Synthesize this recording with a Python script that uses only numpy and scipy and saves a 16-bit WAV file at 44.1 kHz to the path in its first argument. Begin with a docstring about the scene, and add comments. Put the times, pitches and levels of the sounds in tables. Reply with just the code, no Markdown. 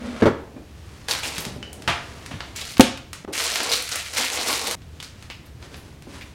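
"""A small workshop. A wooden drawer scrapes along its runners and bumps shut, shaking its tools (0-0.3 s).
From 1 s plastic crackles, sleeves brush and boxes of metal parts are put down; one bangs the bench
and clips (2.8 s). After a brief dropout (3.25 s) a plastic bag is crumpled open, its creases buckling,
until crumpling and room tail stop abruptly (4.75 s). Last, a cord is drawn out and laid down.
Low room noise runs throughout."""
import sys
import numpy as np
from scipy import signal
from scipy.fft import rfft, irfft, next_fast_len
from scipy.io import wavfile
from scipy.ndimage import uniform_filter1d

SR = 44100
rng = np.random.default_rng(int(sys.argv[2]) if len(sys.argv) > 2 else 0)


def to_wav(sig):
    """Store sig (one row per channel, or 1-D mono) as 16-bit WAV at the path in sys.argv[1].

    Samples outside -1..1 are clipped; the rate is SR.
    """
    pcm = np.clip(np.atleast_2d(sig), -1, 1) * 32767
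    pcm = np.round(pcm).astype(np.int16)
    wavfile.write(sys.argv[1], SR, pcm.T)  # frames by channels


N = 279594
TIME = np.arange(N) / SR
AGE = np.arange(16000) / SR  # s since an impact
DROPOUT_S, CRUMPLE_END_S = (3.252, 3.277), 4.752
TOP_HZ = 16200


def amp(db):
    """Decibels to gain."""
    return 10 ** (np.asarray(db) / 20)


def unit(x):
    """Scale to rms 1."""
    return x / np.sqrt(np.mean(x ** 2) + 1e-20)


def along(points, hz):
    """Interpolate (f/Hz, value) points on a log axis."""
    f, values = np.transpose(points)
    return np.interp(np.log(hz + 1), np.log(f + 1), values)


def colour(x, spectrum):
    """Minimum-phase filter shaped by (f/Hz, level/dB) points; output rms 1."""
    size = 4096
    gain = amp(along(spectrum, np.fft.rfftfreq(size, 1 / SR)))
    cepstrum = irfft(np.log(gain + 1e-6))
    cepstrum[1:size // 2] *= 2
    cepstrum[size // 2 + 1:] = 0
    response = irfft(np.exp(rfft(cepstrum)))
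    return unit(signal.fftconvolve(x, response)[:len(x)])


def hiss(spectrum, size):
    """Coloured noise, rms 1."""
    padded = next_fast_len(size)
    gain = amp(along(spectrum, np.fft.rfftfreq(padded, 1 / SR)))
    return unit(irfft(rfft(rng.standard_normal(padded)) * gain, padded)[:size])


def fade(t60_s):
    """Free decay."""
    return np.exp(-np.log(1000) * AGE / t60_s)


def ring(modes, scatter_db, pitch=1):
    """Damped modes, strengths scattered per strike."""
    out = np.zeros(len(AGE))
    for k, (hz, db, t60_s) in enumerate(modes):
        strength = (-1) ** k * amp(db + scatter_db * rng.standard_normal())
        out += strength * fade(t60_s) * np.sin(2 * np.pi * hz * pitch * AGE)
    return out


def grains(rate_hz, spread_db, size):
    """Random micro-impacts, a few much larger than the rest."""
    chance, strength = rng.uniform(-1, 1, size), rng.standard_normal(size)
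    return (np.abs(chance) < rate_hz / SR) * np.sign(chance) * amp(spread_db * np.minimum(strength, 2))


def snaps(rate_hz, spread_db, clump_db):
    """Micro-impacts in clumps of a few tens of ms; rms 1."""
    clumps = np.interp(TIME * 50, np.arange(N // 400), rng.standard_normal(N // 400))
    return unit(grains(rate_hz, spread_db, N) * amp(clump_db * clumps))


def burst(spectrum, t60_s):
    """Dying spray of micro-impacts, whitened, then coloured; initial rms about 1."""
    spray = rfft(rng.standard_normal(len(AGE)) * fade(t60_s))
    white = irfft(spray / (np.abs(spray) + 1e-12)) * fade(4 * t60_s)
    return colour(white, spectrum) * np.sqrt(np.mean(fade(t60_s) ** 2))


def add(track, t_s, sound):
    """Mix sound into track at t_s."""
    part = track[round(t_s * SR):][:len(sound)]
    part += sound[:len(part)]


# film crackle spectrum: f/Hz, level/dB
FILM_SPECTRUM = [(790, -31), (1350, -2.5), (1450, -6), (2200, -2), (3460, -3.5), (4080, -2), (9540, -10),
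                 (13600, -18.5), (16000, -25.5)]
# bag body spectrum: f/Hz, level/dB
BAG_SPECTRUM = [(120, -65), (200, -12.5), (274, -4), (404, -9.5), (461, 0.5), (557, -4), (1150, -4.5),
                (1500, -51), (2530, -120)]
def crinkle():
    """Squeezed plastic snaps broadband; creases of each size buckle in clumps; the bag's body follows."""
    crackle_gain, body_gain = squeezing()
    sharp = snaps(rate_hz=170, spread_db=5, clump_db=-1)
    edges_hz = np.geomspace(1000, TOP_HZ, 6)
    creases = np.zeros(N)
    for band_hz in zip(edges_hz, edges_hz[1:]):
        band = signal.butter(2, band_hz, "band", fs=SR, output="sos")
        creases += signal.sosfilt(band, snaps(rate_hz=800, spread_db=1.5, clump_db=2.5))
    film = colour(amp(-5.5) * sharp + unit(creases), FILM_SPECTRUM)
    dense = snaps(rate_hz=2500, spread_db=4, clump_db=3.1)
    body = colour(sharp + amp(4.5) * dense, BAG_SPECTRUM)
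    return amp(-2.5) * crackle_gain * film + amp(-3) * body_gain * body


# finger squeezes: t/s, hold/s, crackle level/dB, body level/dB
FILM_SQUEEZES = [(1.08, 0.027, -23.5, -33), (1.221, 0.057, -29, -33), (1.315, 0.084, -33, -37),
                 (1.443, 0.011, -39.5, -41), (2.552, 0.12, -34, -46.5), (2.68, 0.015, -34.5, -51),
                 (3.324, 0.047, -25, -38.5), (3.367, .2, -23, -36.5), (3.587, 0.13, -27, -30.5),
                 (3.708, 0.051, -25, -34.5), (3.83, .06, -32.5, -54), (3.907, 0.037, -25, -38.5),
                 (4.048, 0.012, -31.5, -44.5), (4.126, 0.046, -27.5, -38), (4.162, 0.055, -19.5, -30),
                 (4.31, 0.31, -25.5, -33), (4.453, 0.091, -21.5, -27), (4.60, 0.085, -28, -32),
                 (4.70, 0.02, -27, -30)]
def squeezing():
    """Crackle and body gains: force builds, sags as the film yields, dies on release."""
    press_s, yield_db_per_s, relax_db_per_s = 0.011, 7, 100
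    crackle, body = np.zeros(N), np.zeros(N)
    for t_s, hold_s, crackle_db, body_db in FILM_SQUEEZES:
        age_s = np.maximum(TIME - t_s, 0)
        drop_db = yield_db_per_s * age_s + relax_db_per_s * np.maximum(age_s - hold_s, 0)
        force = np.minimum(age_s / press_s, 1) * amp(-drop_db)
        crackle = np.maximum(crackle, amp(crackle_db) * force)
        body = np.maximum(body, amp(body_db) * force)
    return np.array([crackle, body]) * (TIME < CRUMPLE_END_S)


# short rasps: t/s, level/dB, nominal f/Hz, t60/s
RASPS = [(1.111, -18, 4130, .059), (1.232, -25, 2850, 0.25), (1.365, -26, 2550, 0.064),
         (1.402, -34, 11900, 0.14), (2.560, -33.5, 7050, 0.17), (2.611, -31, 3530, 0.12),
         (3.693, -25, 4560, 0.12), (3.717, -19.5, 4120, 0.36), (4.670, -25, 3500, 0.041),
         (5.001, -33.5, 3300, 0.051), (5.030, -40, 4500, 0.26), (5.3, -36.5, 2490, 0.24),
         (5.457, -52, 11000, .1), (5.763, -53, 10300, .39), (6.210, -34, 2470, 0.15)]
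def rasps():
    """Film, cord or small parts rasp: dense grains around one pitch."""
    out = np.zeros(N)
    for t_s, db, hz, t60_s in RASPS:
        spectrum = [(hz / 8, -40), (hz / 1.7, -13), (hz / 0.89, 0), (hz * 0.63, 0),
                    (hz * 1.83, -14), (hz * 4, -30)]
        grit = grains(rate_hz=5000, spread_db=7.9, size=len(AGE))
        add(out, t_s, amp(db) * fade(t60_s) * colour(grit, spectrum))
    return out


# sharpest snaps and taps: t/s, level/dB, bright edge level/dB
SHARP_CLICKS = [(1.0853, -12, -12), (1.111, -13, -21), (1.1505, -14, -31), (1.3817, -14, -5),
                (1.4515, -16.5, -8), (1.73, -25.5, 4), (1.8217, -27, -8), (2.2615, -23, -9),
                (2.4054, -17, -29), (2.56, -29, -10), (2.7697, -17.5, -20), (3.1311, -18.5, -5.5),
                (3.3785, -13, -12), (3.4015, -12, -24), (3.5574, -8.5, -11), (3.6033, -10.5, -20.5),
                (3.6321, -16, 4), (3.8233, -18, 7), (3.89, -20, 3), (3.9571, -13.5, 3), (4.0004, -20, -14),
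                (4.6725, -13, 0), (4.711, -11.5, -3), (4.8194, -37, -21), (5.0016, -25.5, -14),
                (5.027, -22.5, -7), (5.2252, -30, -10), (5.626, -30, -25), (5.7431, -26, -23),
                (6.0227, -33.5, -7)]
def clicks():
    """Plastic snaps and small parts tap: the same slight knock under a varying bright edge."""
    out = np.zeros(N)
    for t_s, db, edge_db in SHARP_CLICKS:
        spectrum = [(100, -23), (700, -3.5), (2000, 1), (4500, -2.2),
                    (10000, edge_db), (16000, edge_db - 16)]
        add(out, t_s, amp(db - 6.5) * burst(spectrum, t60_s=0.02))
    return out


# bench top modes: f/Hz, level/dB, t60/s
BENCH_MODES = [(126, -25, 0.13), (205, -3, 0.026), (262, 0.5, 0.044), (348, -20, 0.039), (515, -3, 0.037),
               (640, -21, 0.033), (896, -5, 0.067), (1700, -17, 0.066)]
def bang():
    """The hardest landing rings the bench top under the box's dull slap."""
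    slap = burst([(40, -19), (160, -8.5), (260, 1), (750, -3), (1200, -16), (4000, -32.5)], t60_s=0.056)
    bench = ring(BENCH_MODES, scatter_db=2)
    out = np.zeros(N)
    add(out, t_s=2.7962, sound=amp(4.7) * (bench + amp(-4) * slap))
    return out


# box jolts: t/s, level/dB, t60/s, tilt/(dB/octave)
BOX_JOLTS = [(1.8766, -16, 0.18, 1), (1.895, -23.5, 0.38, 0.5), (2.310, -36.5, 0.34, 2),
             (2.405, -38, 0.072, -3.5), (2.781, -22, 0.0066, 10), (2.797, -3.5, 0.007, 2),
             (2.808, -4, 0.03, 8), (2.974, -33.5, 0.051, 6)]
# loose parts spectrum: f/Hz, level/dB
PARTS_SPECTRUM = [(88, -14), (150, -6), (190, -13), (494, -10), (702, 3.5), (774, -9), (871, -1),
                  (2220, -5), (2810, -5), (10800, -32.5), (16000, -50)]
def rattles():
    """Metal parts jump and settle as their box lands."""
    out = np.zeros(N)
    for t_s, db, t60_s, db_per_octave in BOX_JOLTS:
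        spectrum = [(hz, level + db_per_octave * np.log2(hz / 1000)) for hz, level in PARTS_SPECTRUM]
        add(out, t_s, amp(db) * burst(spectrum, t60_s))
    return out


# slide envelope: t/s, scrape level/dB, judder level/dB
DRAWER_SLIDE = [(0.0, -48, -33), (0.064, -40, -31.5), (0.092, -42, -24.5), (0.15, -42.5, -41),
                (0.168, -40, -34), (0.196, -42, -57), (0.215, -33, -39)]
# runner scrape spectrum: f/Hz, level/dB
SCRAPE_SPECTRUM = [(180, -30), (300, -8), (580, -1.5), (925, -13.5), (1100, -9), (2550, -14), (10100, -31),
                   (14000, -52)]
# hits on the stop: t/s, level/dB, relative tool level/dB, rise/s
DRAWER_HITS = [(0.2197, -4.5, -5, 0.0038), (0.2552, -11.5, 3.5, 0.0018), (0.2647, -9.5, -5, 0.005)]
# drawer wood modes: f/Hz, level/dB, t60/s
DRAWER_MODES = [(95.6, -8, 0.23), (132, -14, 0.1), (185, -5, 0.11), (231, 7, 0.055), (305, -4, .1),
                (333, -6, 0.081), (438, 5, 0.055), (515, -11, 0.085), (655, -12, 0.061), (960, -14, 0.068),
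                (1680, -6, 0.053)]
# shaken tools spectrum: f/Hz, level/dB
TOOLS_SPECTRUM = [(100, -12), (250, 3), (520, 1), (750, -9), (1100, -8), (1750, -11.5), (2300, -20),
                  (5500, -33), (14000, -53)]
def drawer():
    """Wood scrapes and judders on its runners, hits the stop and shakes the tools inside."""
    times_s, *levels_db = np.transpose(DRAWER_SLIDE)
    scrape_gain, judder_gain = [amp(np.interp(TIME, times_s, db, right=-120)) for db in levels_db]
    scrape = colour(grains(rate_hz=3000, spread_db=1.3, size=N), SCRAPE_SPECTRUM)
    judder = hiss([(100, -51), (205, -5), (237, 3), (270, -13), (500, -50), (1000, -100)], N)
    out = amp(3) * scrape_gain * scrape + amp(-3) * judder_gain * judder
    for t_s, db, tools_db, rise_s in DRAWER_HITS:
        wood = amp(-5.5) * ring(DRAWER_MODES, scatter_db=0.5)
        tools = amp(tools_db - 0.5) * fade(t60_s=0.14) * hiss(TOOLS_SPECTRUM, len(AGE))
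        attack = 1 - np.exp(-AGE / rise_s)
        add(out, t_s, amp(db) * (wood + tools) * attack)
    return out


# steel touches: t/s, level/dB, pitch ratio, relative contact level/dB
STEEL_TOUCHES = [(.565, -43.5, .81, -18), (1.628, -27, 1.0, 3.5), (3.722, -29, 2, 0), (5.301, -34, .99, 9)]
# steel modes at pitch ratio 1: f/Hz, level/dB, t60/s
STEEL_MODES = [(1770, -27, 0.18), (2560, -6, 0.02), (2980, -2, 0.079), (3160, -10, 0.079), (4200, -21, .06),
               (5360, -13, .04)]
def clinks():
    """Small steel pieces ring briefly after a sharp contact."""
    out = np.zeros(N)
    for t_s, db, pitch, contact_db in STEEL_TOUCHES:
        contact = amp(contact_db) * burst([(300, 0), (2500, 0.5), (7000, -11), (16000, -41)], t60_s=0.0057)
        steel = amp(-5) * ring(STEEL_MODES, scatter_db=2.5, pitch=pitch)
        add(out, t_s, amp(db) * (steel + contact))
    return out


# soft contacts: t/s, level/dB, centre f/Hz
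SOFT_CONTACTS = [(.398, -36.5, 312), (.564, -38.5, 310), (1.379, -37, 172), (1.465, -32.5, 188),
                 (1.557, -36, 206), (1.877, -30, 132), (2.312, -37, 266), (2.336, -34, 129),
                 (3.247, -28, 370), (3.278, -39.5, 457), (6.069, -38.5, 260)]
def thuds():
    """Hands, feet and boxes give low, quickly damped knocks."""
    out = np.zeros(N)
    for t_s, db, hz in SOFT_CONTACTS:
        spectrum = [(hz / 4, -25), (hz / 1.8, -7), (hz, 0), (hz * 1.5, -10), (hz * 5, -28), (hz * 30, -60)]
        add(out, t_s, amp(db + 4) * burst(spectrum, t60_s=0.13))
    return out


# strokes: peak t/s, half length/s, swish level/dB, rub level/dB
BRUSH_STROKES = [(.5, 0.1, -73, -48), (1.017, 0.29, -51, -55), (1.49, 0.15, -62, -46.5),
                 (1.783, 0.14, -60.5, -46.5), (2.125, 0.25, -46, -48), (2.52, 0.18, -51.5, -52.5),
                 (4.982, 0.071, -57, -56), (5.23, 0.069, -52, -58), (5.47, 0.033, -55, -59),
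                 (5.642, 0.038, -49.5, -49.5), (5.744, 0.053, -48.5, -48), (5.884, 0.084, -54, -53),
                 (6.156, 0.065, -44, -49), (6.278, .06, -52.5, -55)]
# cloth swish spectrum: f/Hz, level/dB
SWISH_SPECTRUM = [(500, -21), (1000, 2), (2500, -2.5), (5000, -5.5), (10000, -13.5), (16000, -31)]
# dull rub spectrum: f/Hz, level/dB
RUB_SPECTRUM = [(90, -25), (170, -7), (300, 1), (500, -3.5), (850, -8.5), (1500, -50)]
def brushing():
    """Sleeves, fingers and cord slide, speeding up and slowing: fine grain over a dull rub."""
    swish_gain, rub_gain = np.zeros(N), np.zeros(N)
    for t_s, half_length_s, swish_db, rub_db in BRUSH_STROKES:
        speed = np.exp(-((TIME - t_s) / half_length_s) ** 2)
        swish_gain += amp(swish_db) * speed
        rub_gain += amp(rub_db) * speed
    swish = colour(grains(rate_hz=4000, spread_db=2.3, size=N), SWISH_SPECTRUM)
    return swish_gain * swish + rub_gain * hiss(RUB_SPECTRUM, N)


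# workshop decay: f/Hz, t60/s
ROOM_DECAY = [(100, 0.23), (300, 0.39), (800, 0.48), (2500, 0.45), (6000, 0.43), (14000, 0.17)]
def room(x):
    """Wall reflections: a short diffuse tail, drawn afresh per block so no fixed pitches ring."""
    size = 8000
    blocks = np.pad(x, (0, -N % size)).reshape(-1, size)
    hz, t_s, noise = signal.stft(rng.standard_normal((len(blocks), len(AGE))), SR, nperseg=256)
    decay = np.exp(-np.log(1000) * t_s / along(ROOM_DECAY, hz)[:, None])
    tails = signal.istft(noise * decay, SR, nperseg=256)[1][:, :len(AGE)]
    tails *= 1 - np.exp(-AGE / 0.0013)  # reflections build up
    tails /= np.linalg.norm(tails, axis=1, keepdims=True)
    out = np.zeros(N)
    for k, echo in enumerate(signal.fftconvolve(blocks, tails, axes=1)):
        add(out, k * size / SR, echo)
    return out


# still workshop spectrum: f/Hz, level/dB
BACKGROUND_SPECTRUM = [(20, -18), (42, -12.5), (70, 1), (120, -5.5), (180, -11.5), (300, -16), (600, -24.5),
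                       (1200, -30), (2500, -31.5), (6000, -37.5), (16000, -49)]
def background():
    """Low room noise, quieter from the dropout to the end of the crumpling."""
    dip_db = 4.8 * ((TIME > DROPOUT_S[0]) & (TIME < CRUMPLE_END_S))
    return amp(-43 - dip_db) * hiss(BACKGROUND_SPECTRUM, N)


def scene():
    """All handling in one room, muted during the dropout, over the background."""
    wood, film = drawer(), crinkle() + rasps()
    parts, blow, knocks = rattles(), bang(), thuds()
    taps = clicks() + clinks()
    direct = wood + film + parts + blow + knocks + taps + brushing()
    send = (amp(-9.5) * wood + amp(-10) * film + amp(-7) * parts
            + amp(-15.5) * blow + amp(-2.5) * knocks + amp(-1.5) * taps)
    early = TIME < CRUMPLE_END_S
    echo = early * room(send * early)  # tail stops with the crumpling
    echo += amp(0.5) * room(send * ~early)
    audible = (TIME < DROPOUT_S[0]) | (TIME > DROPOUT_S[1])
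    gate = uniform_filter1d(1.0 * audible, size=90)  # 2 ms ramps
    return (direct + echo) * gate + background()


def record(dry):
    """Clip at full scale, then remove everything above TOP_HZ."""
    clipped = np.clip(dry, -1, 1)
    size = next_fast_len(N + SR // 2)
    passband = np.fft.rfftfreq(size, 1 / SR) < TOP_HZ
    return irfft(rfft(clipped, size) * passband, size)[:N]


dry = scene()
out = record(dry)
to_wav(out)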